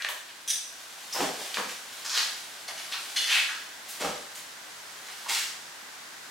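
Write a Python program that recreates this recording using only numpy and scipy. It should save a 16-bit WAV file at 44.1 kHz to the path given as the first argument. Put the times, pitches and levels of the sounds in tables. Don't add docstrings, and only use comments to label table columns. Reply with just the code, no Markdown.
import sys
import numpy as np
from scipy import signal
from scipy.fft import rfft, irfft, next_fast_len
from scipy.io import wavfile
from scipy.ndimage import uniform_filter1d

SR = 44100
rng = np.random.default_rng(int(sys.argv[2]) if len(sys.argv) > 2 else 0)


def dump_mix(stems):
    frames = np.atleast_2d(stems).T
    limited = np.clip(frames, -1, 1)
    pcm = np.round(limited * 32767).astype(np.int16)
    wavfile.write(sys.argv[1], SR, pcm)


N = 277830
TIME = np.arange(N) / SR
STROKE_TIME = np.arange(2 ** 15) / SR
STROKE_SIZE = len(STROKE_TIME)
# hz, level_db (per Hz)
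CLOTH_SPECTRUM = [(240, -46), (400, -30), (481, -36), (643, -19), (900, -11), (2190, 3.5), (2360, -0.5),
                  (2790, 1.5), (7320, -4), (15500, -19.5)]


def from_db(db):
    return 10 ** (np.asarray(db) / 20)


def rms_one(x):
    return x / np.sqrt(np.mean(x ** 2) + 1e-20)


def at_hz(points, hz):
    table_hz, values = np.transpose(points)
    return np.interp(np.log(hz + 1), np.log(table_hz), values)


def gain_curve(rows):
    return from_db(np.interp(TIME, *np.transpose(rows)))


def shaped(x, spectrum, tilt_db=0):
    size = next_fast_len(len(x))
    hz = np.arange(size // 2 + 1) * SR / size
    level_db = at_hz(spectrum, hz) + tilt_db * np.log2(1 + hz / 1000)
    return irfft(rfft(x, size) * from_db(level_db), size)[:len(x)]


def resonance(x, hz, width_hz):
    r = np.exp(-np.pi * width_hz / SR)
    feed = np.array([1, 0, -1]) * (1 - r * r) / 2
    return signal.lfilter(feed, [1, -2 * r * np.cos(2 * np.pi * hz / SR), r * r], x)


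def resonances(x, modes):
    return sum(from_db(db) * resonance(x, hz, width_hz) for hz, width_hz, db in modes)


def band_filter(low_hz, high_hz):
    return signal.butter(2, [low_hz, high_hz], "band", fs=SR, output="sos")


def add(track, s, sound):
    start = max(int(s * SR), 0)
    track[start:start + len(sound)] += sound[:N - start]


def friction(size, per_s, grain_db):
    snaps = (rng.random(size) < per_s / SR) * rng.standard_normal(size)
    return rms_one(rng.standard_normal(size) + from_db(grain_db) * rms_one(snaps))


def stroke(swell_s, fade_s):
    swell_s, fade_s = max(swell_s, 1e-3), max(fade_s, 1e-3)
    build_up = np.minimum(STROKE_TIME / swell_s, 1)
    easing = np.minimum(np.maximum(STROKE_TIME - swell_s, 0) / fade_s, 9)
    return build_up * np.exp(-easing ** 2)


def rub_stroke(swell_s):
    shortest_fade_s, fade_per_swell = 0.024, 2.04
    return stroke(swell_s, shortest_fade_s + fade_per_swell * swell_s)


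def spread(mid, side, width_db):
    # hz, side_minus_mid_db (before width_db is added)
    width_curve = [(60, -24), (130, -22), (250, -13.5), (500, -7), (1000, -7), (2200, -6.5), (4400, -7),
                   (8000, -7), (15000, -6.5)]
    return mid + from_db(width_db) * shaped(side, width_curve) * np.array([[1], [-1]])


def flaps():
    # start_s, swell_s, air_push_db, push_centre_hz, rubbing_db
    billows = [(1.135, 0.027, -33, 860, -34), (1.18, 0.029, -27, 550, -30), (1.385, 0.017, -41.5, 405, -39),
               (1.569, .014, -29.5, 970, -35), (2.167, 0.0068, -36, 1500, -25),
               (3.995, .017, -31.5, 530, -31), (4.035, 0.013, -27.5, 534, -32.5),
               (4.07, 0.016, -41, 454, -38.5)]
    fade_per_swell = 1.75
    dull = band_filter(230, 1800)
    out = np.zeros(N)
    for s, swell_s, push_db, hz, rub_db in billows:
        push = resonance(friction(STROKE_SIZE, per_s=300, grain_db=3.0), hz, 1.08 * hz)
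        push = signal.sosfilt(dull, push)
        rub = shaped(friction(STROKE_SIZE, per_s=680, grain_db=-7.0), CLOTH_SPECTRUM, tilt_db=0.4)
        cloth = from_db(push_db) * rms_one(push) + from_db(rub_db) * rms_one(rub)
        add(out, s, stroke(swell_s, fade_per_swell * swell_s) * cloth)
    return out


def slides():
    # start_s, swell_s, level_db, hiss_centre_hz
    drags = [(0.0, 0.003, -34, 1750), (.043, .004, -36, 1850), (.281, .004, -44.5, 2860),
             (2.043, 0.0089, -33, 5350), (2.091, 0.012, -30.5, 4800), (2.128, 0.027, -25.5, 3800),
             (2.145, 0.029, -37, 1660), (2.914, 0.0093, -30.5, 3100), (2.939, 0.003, -38.5, 1040),
             (3.277, 0.033, -21.5, 2600), (3.334, .014, -24.5, 2260), (3.481, 0.012, -34.5, 1348)]
    # hz, level_db (per Hz)
    hiss_spectrum = [(240, -47), (450, -45), (700, -24), (900, -6.5), (1300, -8), (2600, -12), (4400, -8.5),
                     (7000, -8), (10000, -14.5), (15500, -25)]
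    # pitch_hz, width_hz, level_db
    hiss_modes = [(1435, 78, 4), (1635, 150, 4.5), (1830, 120, 6), (2236, 87, 4.5), (2490, 260, 2.5),
                  (2760, 110, -19), (3070, 110, -5), (3950, 110, -10), (4250, 100, -11.5)]
    focus_at_2k_db, focus_db_per_octave = 6, -5
    out = np.zeros(N)
    for s, swell_s, db, hz in drags:
        focus_db = focus_at_2k_db + focus_db_per_octave * np.log2(hz / 2000)
        hiss = shaped(friction(STROKE_SIZE, per_s=1200, grain_db=-3.5), hiss_spectrum)
        hiss = hiss + resonances(hiss, hiss_modes)
        centre = resonance(resonance(hiss, hz, 0.59 * hz), hz, 1.62 * hz)
        hiss = rms_one(hiss) + from_db(focus_db) * rms_one(centre)
        add(out, s, from_db(db) * rub_stroke(swell_s) * rms_one(hiss))
    return out


def swishes():
    # start_s, swell_s, level_db, brightness_db_per_octave
    brushes = [(.086, 0.0022, -35, 10), (1.127, 0.0089, -35, 9), (1.54, .004, -32, -0.5),
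               (1.68, 0.01, -36, 2), (1.923, 0.0032, -42, 2), (2.679, 0.007, -38.5, -16),
               (2.759, 0.014, -40, -7.5), (3.883, 0.0067, -35.5, 9), (4.345, 0.011, -39.5, 4.5),
               (5.081, 0.0046, -41.5, -3), (5.277, 0.02, -25.5, 1), (5.31, 0.039, -29.5, 1.3)]
    out = np.zeros(N)
    for s, swell_s, db, tilt_db in brushes:
        hiss = shaped(friction(STROKE_SIZE, per_s=920, grain_db=-2.0), CLOTH_SPECTRUM, tilt_db)
        add(out, s, from_db(db) * rub_stroke(swell_s) * rms_one(hiss))
    return out


def scrapes():
    # start_s, fade_s, level_db, brightness_db_per_octave, sword (0 or 1)
    rubs = [(.475, 0.03, -24.5, 5.5, 0), (.498, 0.019, -23.5, 3.5, 0), (.525, 0.037, -32.5, 1, 0),
            (2.678, 0.02, -32, 3.5, 1), (2.775, 0.047, -38, 3.5, 1), (3.159, .022, -21, -2, 1),
            (3.185, 0.26, -29.5, -2.5, 1)]
    # hz, level_db (per Hz)
    rasp_spectrum = [(710, -51), (1200, -22), (1650, -3.5), (3350, -5), (3690, -8), (6110, 2), (7570, -8.5),
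                     (10100, -6), (15500, -40)]
    # pitch_hz, width_hz, level_db
    sword_modes = [
        [(1684, 40, -5.5), (2580, 44, -11), (3330, 82, 4.5), (3600, 110, 1.5), (3830, 73, 5), (4960, 40, 4),
         (5460, 50, -12), (5300, 30, 4), (5884, 50, 10), (5910, 55, 1), (6600, 45, -1), (8140, 80, -8),
         (8430, 250, -4), (9300, 60, -13), (9850, 46, -1), (10400, 110, -11), (11160, 80, -19)],
        [(2000, 31, -1), (3020, 150, 2.5), (3450, 100, 6), (4240, 140, 2.5), (4640, 72, -2), (5300, 38, -6),
         (6150, 78, -14), (6750, 55, -25), (9800, 110, -26), (11200, 80, -8)],
    ]
    swell_s = 0.0038
    out = np.zeros(N)
    for s, fade_s, db, tilt_db, sword in rubs:
        chatter = friction(STROKE_SIZE, per_s=680, grain_db=0.5)
        ring = resonances(chatter, sword_modes[int(sword > .5)])
        rasp = shaped(chatter, rasp_spectrum)
        metal = rms_one(rasp) + from_db(1) * rms_one(ring)
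        metal = shaped(metal, [(1, 0)], tilt_db)
        add(out, s, from_db(db) * stroke(swell_s, fade_s) * rms_one(metal))
    return out


def ticks():
    # start_s, peak_db, centre_hz
    cracks = [(.022, -17, 2930), (.047, -13.5, 1660), (0.0874, -16.5, 2780), (1.543, -15.5, 3330),
              (1.571, -15, 1220), (1.599, -23, 1430), (2.096, -15.5, 4000), (2.176, -12.5, 3750),
              (3.171, -15, 3900), (3.357, -14, 2500)]
    decay_s = 0.0018
    out = np.zeros(N)
    for s, db, hz in cracks:
        crack = rng.standard_normal(STROKE_SIZE) * np.exp(-np.minimum(STROKE_TIME / decay_s, 60))
        crack = resonance(resonance(crack, hz, 1.0 * hz), hz, 0.94 * hz)
        add(out, s, from_db(db) * crack / np.abs(crack).max())
    return out


def squeak(s=1.125, swell_s=0.002, fade_s=0.0273, hz=5650, end_hz=5270, level_db=-26):
    out = np.zeros(N)
    sag_hz = np.interp(STROKE_TIME, [0, swell_s + fade_s / 2], [hz, end_hz])
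    pitch_hz = sag_hz * (1 + 0.34 * rng.standard_normal(STROKE_SIZE))
    tone = np.sin(2 * np.pi * np.cumsum(pitch_hz) / SR)
    add(out, s, from_db(level_db) * stroke(swell_s, fade_s) * tone)
    return resonance(out, hz, hz)


def pats():
    # start_s, fade_s, level_db, pitch_hz
    contacts = [(.086, 0.013, -35.5, 1000), (.086, 0.033, -45, 595), (2.68, 0.1, -52, 675),
                (3.345, 0.039, -44, 770), (5.259, 0.0078, -32.5, 990), (5.285, 0.037, -47.5, 430),
                (5.301, 0.011, -27.5, 990)]
    swell_s = 0.005
    out = np.zeros(N)
    for s, fade_s, db, hz in contacts:
        hollow = resonance(resonance(rng.standard_normal(STROKE_SIZE), hz, .5 * hz), hz, 0.26 * hz)
        add(out, s, from_db(db) * stroke(swell_s, fade_s) * rms_one(hollow))
    return out


def thumps():
    # start_s, swell_s, level_db, pitch_hz
    landings = [(1.178, 0.024, -43.5, 177), (1.18, .02, -57, 85), (1.194, 0.013, -33.5, 330),
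                (1.571, .006, -48.5, 221), (1.648, 0.0042, -49, 276), (4.02, 0.013, -50, 345),
                (4.025, 0.011, -57, 62)]
    fade_s = 0.03
    out = np.zeros(N)
    for s, swell_s, db, hz in landings:
        cushion = band_filter(hz / 2 ** .25, hz * 2 ** .25)
        force = rng.standard_normal(STROKE_SIZE)
        bump = signal.sosfilt(cushion, force * stroke(swell_s, fade_s))
        steady_level = np.std(signal.sosfilt(cushion, force))
        add(out, s, from_db(db) * bump / steady_level)
    return out


def activity():
    # height_s (time of the peak), rustle_db, build_up_db_per_s
    body_shifts = [(0.0, -47, 40), (1.48, -39, 15.5), (2.18, -39, 31), (3.3, -38.5, 14.5), (3.97, -41, 85),
                   (5.3, -44, 17.5)]
    settle_db_per_s = 35.5
    strengths = []
    for s, db, build_db_per_s in body_shifts:
        drop_db = np.maximum(build_db_per_s * (s - TIME), settle_db_per_s * (TIME - s))
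        strengths.append(from_db(db - drop_db))
    return np.linalg.norm(strengths, axis=0)


def rustle():
    # hz, level_db (per Hz)
    fold_spectrum = [(180, -31), (300, -18.5), (372, -12.5), (484, -11.5), (720, -2), (1110, -4.5),
                     (2610, 0), (3070, 2), (9760, -5), (15500, -15)]
    unrest = uniform_filter1d(rng.standard_normal(N), SR // 70)
    unrest = rms_one(uniform_filter1d(unrest, SR // 70))
    crinkle = from_db(1.8 * unrest)
    folds = rms_one(shaped(friction(N, per_s=290, grain_db=-9.0), fold_spectrum))
    return activity() * crinkle * folds


def reflections():
    # hz, decay_s
    decay_times = [(150, 0.4), (500, 0.49), (1500, 0.57), (4000, 0.46), (8000, 0.7), (15000, 0.27)]
    edges_hz = np.geomspace(60, 18000, 9)
    white, tail = rng.standard_normal((2, 2, STROKE_SIZE)), 0
    for k, (low, high) in enumerate(zip(edges_hz, edges_hz[1:])):
        band = signal.sosfilt(band_filter(low, high), white[k % 2])
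        decay_s = at_hz(decay_times, np.sqrt(low * high))
        tail = tail + band * np.exp(-np.log(1000) * STROKE_TIME / decay_s)
    spectrum = rfft(tail * (1 - np.exp(-STROKE_TIME / .005)))
    energy = uniform_filter1d(np.abs(spectrum) ** 2, size=60)
    tail = irfft(spectrum / np.sqrt(energy + 1e-6))
    return spread(*tail, width_db=2.0)[:, :STROKE_SIZE * 3 // 4]


def hall(dry, direct_db=-3, echo_db=-3):
    # pitch_hz, width_hz, level_db
    room_modes = [(170, 50, 0), (261, 47, -3.5), (313, 73, -16), (494, 45, -2), (605, 47, -13),
                  (788, 25, -5.5), (1090, 67, -12.5)]
    dry = dry + resonances(dry, room_modes)
    place = 2 * np.pi * 12 * TIME
    echo = 0
    for share in (np.cos(place), np.sin(place)):
        echo = echo + signal.fftconvolve((share * dry)[None], reflections(), axes=1)[:, :N]
    return from_db(direct_db) * dry + from_db(echo_db) * echo


def air():
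    # time_s, level_db
    level_curve = [(0, -51), (1.6, -48), (6.3, -46.5)]
    # hz, level_db (per Hz)
    air_spectrum = [(15, -60), (25, -35), (59, -24), (86, -26), (116, -18), (300, -12), (500, -12.5),
                    (750, -9), (1400, -8), (2000, -8.5), (2600, -11), (4000, -10.5), (7300, -13.5),
                    (15500, -25.5)]
    # centre_hz, width_hz, level_db (against the broad noise)
    duct_bands = [(950, 450, -12.5), (1554, 120, -10), (1900, 170, -14), (3050, 110, -31)]
    channels = []
    for white in rng.standard_normal((2, N)):
        noise = rms_one(shaped(white, air_spectrum))
        for hz, width_hz, db in duct_bands:
            noise = noise + from_db(db) * rms_one(resonance(rng.standard_normal(N), hz, width_hz))
        channels.append(noise)
    mid, side = channels
    hum = from_db(-41) * np.sin(2 * np.pi * 59.5 * TIME)
    return gain_curve(level_curve) * (spread(mid, side, width_db=4.5) + hum)


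def scene():
    cloth = flaps() + swishes() + rustle()
    feet_and_bodies = slides() + pats() + thumps()
    swords = scrapes() + ticks() + squeak()
    return hall(cloth + feet_and_bodies + swords) + air()


def record(dry):
    cutoff_hz = 15850
    return signal.sosfilt(signal.ellip(12, .2, 80, cutoff_hz, fs=SR, output="sos"), dry)


dry = scene()
out = record(dry)
dump_mix(out)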